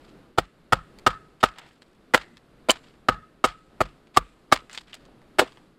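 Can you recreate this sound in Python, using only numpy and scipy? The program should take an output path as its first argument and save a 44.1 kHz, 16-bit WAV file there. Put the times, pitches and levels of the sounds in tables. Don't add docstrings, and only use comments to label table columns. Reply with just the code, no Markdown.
import sys
import numpy as np
from scipy import signal
from scipy.fft import rfft, irfft
from scipy.io import wavfile

SR = 44100
rng = np.random.default_rng(int(sys.argv[2]) if len(sys.argv) > 2 else 0)


def bounce(signal):
    frames = np.transpose(np.atleast_2d(signal))
    limited = np.clip(frames, -1, 1)
    pcm = np.round(limited * 32767).astype(np.int16)
    wavfile.write(sys.argv[1], SR, pcm)


N = 254898
T = np.arange(int(.7 * SR)) / SR

# [t/s, force/dB, split/0-1, mode pitch/ratio, ring/dB, clack/dB, tearing/dB, lead/dB]
AXE_BLOWS = [ (0.376, -4.5, 0.38, 1.016, -2.5, -10, -9.5, -10.5),
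             (0.7228, 1, 0.19, 1.01, 4, -5.5, -11, 3.5), (1.064, 3, 0.23, 0.97, 6, 4, -9.5, 8.5),
             (1.4291, 0.5, 0.51, .98, 3.5, -1, -11.5, -0.5), (2.137, 1, .7, 1.07, -1, 7, -9, -1),
             (2.6862, -4, 1, 0.78, -5.5, 0.5, -9.5, -1.5), (3.0851, 2, 0.13, .96, 4.5, 5, -14.5, 14),
             (3.44, 2, 0.45, 0.97, 4, -7.5, -8.5, 12), (3.8044, -3, 0.26, 0.969, 0, -5, -11, 4),
             (4.164, -7.5, 0.2, .93, 10, -10.5, 0.5, -11.5), (4.516, -0.5, 0.68, 0.94, 3.5, -4, -7.5, -14),
             (5.3852, -0.5, 0.9, 0.94, -2.5, 2, -7, -2)]
# [f/Hz, level/dB]
TORN_FIBRES = [(60, -39.5), (200, -3), (700, 8), (2000, -1), (3500, -4), (5000, -8), (6000, -16),
               (7800, -11), (10000, -21), (16000, -27)]


def undb(db):
    return 10 ** (np.asarray(db) / 20)


def fade(t60):
    return np.exp(-np.log(1000) * T / t60)


def unit(x):
    return x / np.sqrt(np.mean(x ** 2))


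def add(out, s, x):
    i = max(int(s * SR), 0)
    out[i:i + len(x)] += x[:len(out) - i]


def between(ends, share):
    return ends[0] + (ends[1] - ends[0]) * np.clip(share, 0, 1)


def at_hz(hz, points_hz, values):
    return np.interp(np.log(hz + 1e-9), np.log(points_hz), values)


def colour(x, points):
    hz = np.fft.rfftfreq(len(x), 1 / SR)
    gain = undb(at_hz(hz, *np.transpose(points)))
    return unit(irfft(rfft(x) * gain, len(x)))


def resonate(x, hz, q):
    top_hz = .4 * SR
    hz = min(hz, top_hz)
    q = max(q, hz / top_hz)
    return signal.lfilter(*signal.iirpeak(hz, q, fs=SR), x)


def walk(count, rate):
    knots = rng.standard_normal(400)
    return np.interp(np.arange(count) / SR * rate, np.arange(len(knots)), knots)


def crackle(spread_db):
    size = np.minimum(rng.exponential(size=len(T)), 6)
    return unit(rng.standard_normal(len(T)) * undb(spread_db * size))


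def air(level_db=-57, waver_db=2.2, flicker_db=1.5):
    # [f/Hz, level/dB]
    hush_colour = [(20, -0.5), (48, 2.5), (80, -9), (130, 0), (320, 0), (600, -8), (950, -14),
                   (1270, -11.5), (2000, -19), (4500, -25), (5900, -35), (8200, -34), (12500, -37),
                   (16000, -59.5)]
    hush = rfft(colour(rng.standard_normal(N), hush_colour))
    bins = np.fft.rfftfreq(N, 1 / SR)
    bands_hz = 100 * 2. ** np.arange(5)
    *lows, hiss = (irfft(hush * at_hz(bins, bands_hz, share), N) for share in np.eye(len(bands_hz)))
    lows = sum(band * undb(flicker_db * walk(N, rate=18)) for band in lows)
    waver = undb(level_db + waver_db * walk(N, rate=5))
    return waver * unit(lows + hiss)


def rustle(rise_s, db, hz, q=0.64, patchy_db=5.5):
    clicks = crackle(spread_db=3.0)
    grains = colour(resonate(resonate(clicks, hz, q), hz, q / 2), TORN_FIBRES)
    swell = T / rise_s * np.exp(1 - T / rise_s)
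    patches = undb(db + patchy_db * walk(len(T), rate=160))
    return patches * grains * swell


def rustles():
    # [t/s, time to the peak/s, level/dB, f/Hz]
    slides = [(0.0, 0.042, -63.5, 3750), (1.402, 0.0093, -52, 3840), (1.55, 0.042, -52, 2080),
              (1.558, 0.13, -71, 6900), (2.829, 0.028, -60, 3150), (4.14, 0.0085, -49, 3450),
              (4.708, 0.029, -48, 4970), (4.866, 0.047, -56.5, 3350), (5.021, 0.028, -60.5, 226),
              (5.419, 0.021, -52, 200)]
    bark_db = (-52, -36)
    bark_delay_s, bark_rise_s, bark_hz = 0.01, 0.019, 2900
    out = np.zeros(N)
    for s, rise_s, db, hz in slides:
        add(out, s, rustle(rise_s, db, hz))
    for s, force_db, split, *_ in AXE_BLOWS:
        add(out, s + bark_delay_s, rustle(bark_rise_s, between(bark_db, split) + force_db, bark_hz))
    return out


def ring(modes):
    return sum(undb(db) * fade(t60) * np.sin(2 * np.pi * hz * T) for hz, db, t60 in modes)


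def murky_ring(hz, q, t60):
    noise = rng.standard_normal(len(T))
    return unit(resonate(resonate(noise, hz, q), hz, q)) * fade(t60)


def thin(x, low_hz=65):
    return signal.sosfilt(signal.butter(2, low_hz, "highpass", fs=SR, output="sos"), x)


def twice(first, second, lag_s=.00783):
    return first + np.pad(second, (round(lag_s * SR), 0))[:len(second)]


def overload(x):
    knee = 6
    return x / (1 + np.abs(x) ** knee) ** (1 / knee)


def ground(rise_s=0.014, rock_delay_s=.017, earth_db=-41, earth_hz=160):
    # [f/Hz, level/dB, t60/s]
    rocking_modes = [(44, -26, 0.14), (70, -37, 0.14)]
    rocking = ring(rocking_modes) * (1 - np.exp(-T / rise_s)) ** 2
    rocking = np.interp(T - rock_delay_s, T, rocking)
    earth = murky_ring(earth_hz, 3, .26)
    return rocking + undb(earth_db) * earth


def woods(x, build_s=0.06, stir=0.24):
    # [f/Hz, level/dB, t60/s]
    echo_bands = [(100, -24.5, 0.28), (408, -38, 0.91), (790, -28.5, 0.15), (1260, -21.5, 0.16),
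                  (2500, -27.5, 0.43), (5000, -35.5, 1), (9000, -30.5, 0.72), (15000, -29.5, .15)]
    hz, db, t60 = np.transpose(echo_bands)
    noise = rfft(rng.standard_normal(len(T)))
    bins = np.fft.rfftfreq(len(T), 1 / SR)
    echo = 0
    for share, band_db, band_t60 in zip(np.eye(len(hz)), db, t60):
        envelope = fade(band_t60) * (1 - np.exp(-T / build_s))
        envelope = envelope / np.linalg.norm(envelope)
        band = irfft(noise * at_hz(bins, hz, share), len(T))
        echo = echo + undb(band_db) * band * envelope
    flutter = (1 + stir * walk(len(T), rate=590)) / np.hypot(1, stir * np.sqrt(2 / 3))
    return signal.fftconvolve(x, echo)[:len(T)] * flutter


def blows(drive_db=3, swell_s=0.0057, onset_share=0.15, tear_spread_db=2):
    # [f/Hz, level/dB, t60/s]
    log_modes = [(127.4, -12.5, 0.026), (297, -13.5, 0.033), (418, -8, 0.026), (526, -15, 0.044),
                 (664, -2.5, 0.016), (864.6, 1.5, 0.011), (948, -11, .025), (1173, -1.5, 0.011),
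                 (1284, 2, 0.021), (1405.5, -4, 0.021), (1533, -9.5, 0.028), (1773, -3.5, 0.011),
                 (1953, -18, 0.033)]
    colour_hz = [120, 350, 750, 1280, 2000]
    thud_db, hollow_db, knock_db = (13, -11.5), (0.5, 4), (3.5, 2)
    ground_db, tear_t60_s = (8.5, -8), (0.026, 0.067)
    direct_db, echo_db = -1.5, -5
    note_hz, note_q, note_db, note_t60_s = 1275.5, 31, -47.5, 0.5
    note_per_lead = 0.47
    first_low_hz = 182

    out = np.zeros(N)
    click = np.roll(signal.unit_impulse(len(T)), 64)
    crack = colour(click, TORN_FIBRES)
    swell = 1 - (1 - onset_share) * np.exp(-T / swell_s)
    for s, force_db, split, pitch, ring_db, clack_db, tear_db, lead_db in AXE_BLOWS:
        split_db = [between(ends, split) for ends in (thud_db, hollow_db, knock_db)]
        spot_db = split_db + [ring_db, clack_db]
        modes = [(hz * pitch, db + at_hz(hz, colour_hz, spot_db), t60) for hz, db, t60 in log_modes]
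        log = ring(modes[::2]) - ring(modes[1::2])
        tear_fade = fade(between(tear_t60_s, split))
        tearing = undb(tear_db) * tear_fade * colour(crackle(tear_spread_db), TORN_FIBRES)

        drive, lead = undb(drive_db + force_db), undb(lead_db)
        flat = overload(drive * (log + tearing))
        first = lead * thin(swell * flat, low_hz=first_low_hz)
        direct = thin(twice(first, flat)) / np.hypot(lead, 1)

        echo = woods(drive * (log + tearing.std() * crack))
        note_gain = undb(note_db + force_db + ring_db + note_per_lead * lead_db)
        note = note_gain * murky_ring(note_hz, note_q, note_t60_s)
        shake = undb(between(ground_db, split)) * ground()
        add(out, s, undb(direct_db) * direct + undb(echo_db) * (echo + note) + shake)
    return out


def chip(db, hz, q, woods_db=-3, spread_db=3.0):
    second_db = -6.5
    t60_s = 0.031 * (hz / 1000) ** -.35
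    burst = colour(crackle(spread_db), TORN_FIBRES) * fade(t60_s)
    snap = resonate(burst, hz, q)
    snap = undb(db) * snap / np.abs(snap).max()
    echo = undb(woods_db) * woods(snap) / max(q, 1) ** 2
    return twice(snap, undb(second_db) * snap) + echo


def chips(scatter_db=2, scatter_octaves=.4):
    # [t/s, level/dB, f/Hz, Q]
    splinters = [ (0.987, -37, 7500, 0.62), (1.5848, -31.5, 4950, 0.59), (1.8204, -38.5, 3600, 0.64),
                 (2.3706, -37, 4100, 1.24), (2.697, -5.5, 3076, 11), (2.7062, -4.5, 8000, 1.5),
                 (3.4528, -17, 7700, 2.4), (3.855, -35.5, 1826, .5), (4.071, -46.5, 2510, 0.62),
                 (4.531, -14, 7300, 1.25), (4.6967, -34, 2620, 0.76), (4.7304, -29, 7550, 3.5),
                 (4.748, -32.5, 4200, 1.27), (4.7761, -19.5, 3550, 1.86), (4.931, -27.5, 3050, 2.9),
                 (4.942, -30, 6950, 1), (5.053, -43, 5970, 1.18), (5.217, -48.5, 2530, .7),
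                 (5.416, -13, 290, 3), (5.5213, -39, 3560, 1), (5.572, -40.5, 1680, 0.99)]
    fall_s, crumb_db, crumb_hz = (0.054, 0.067), -62, 5500
    out = np.zeros(N)
    for s, db, hz, q in splinters:
        add(out, s, chip(db, hz, q))
    for s, force_db, *_ in AXE_BLOWS:
        weight, size = rng.standard_normal(2)
        db = crumb_db + force_db + scatter_db * weight
        hz = crumb_hz * 2 ** (scatter_octaves * size)
        add(out, s + between(fall_s, rng.random()), chip(db, hz, 0.89))
    return out


def scene():
    return (air() + rustles() + blows() + chips())[None]


def record(dry):
    ceiling, top_hz = .88, 15800
    rounded = ceiling * overload(dry / ceiling)
    return signal.sosfilt(signal.ellip(8, .2, 70, top_hz, fs=SR, output="sos"), rounded)


dry = scene()
out = record(dry)
bounce(out)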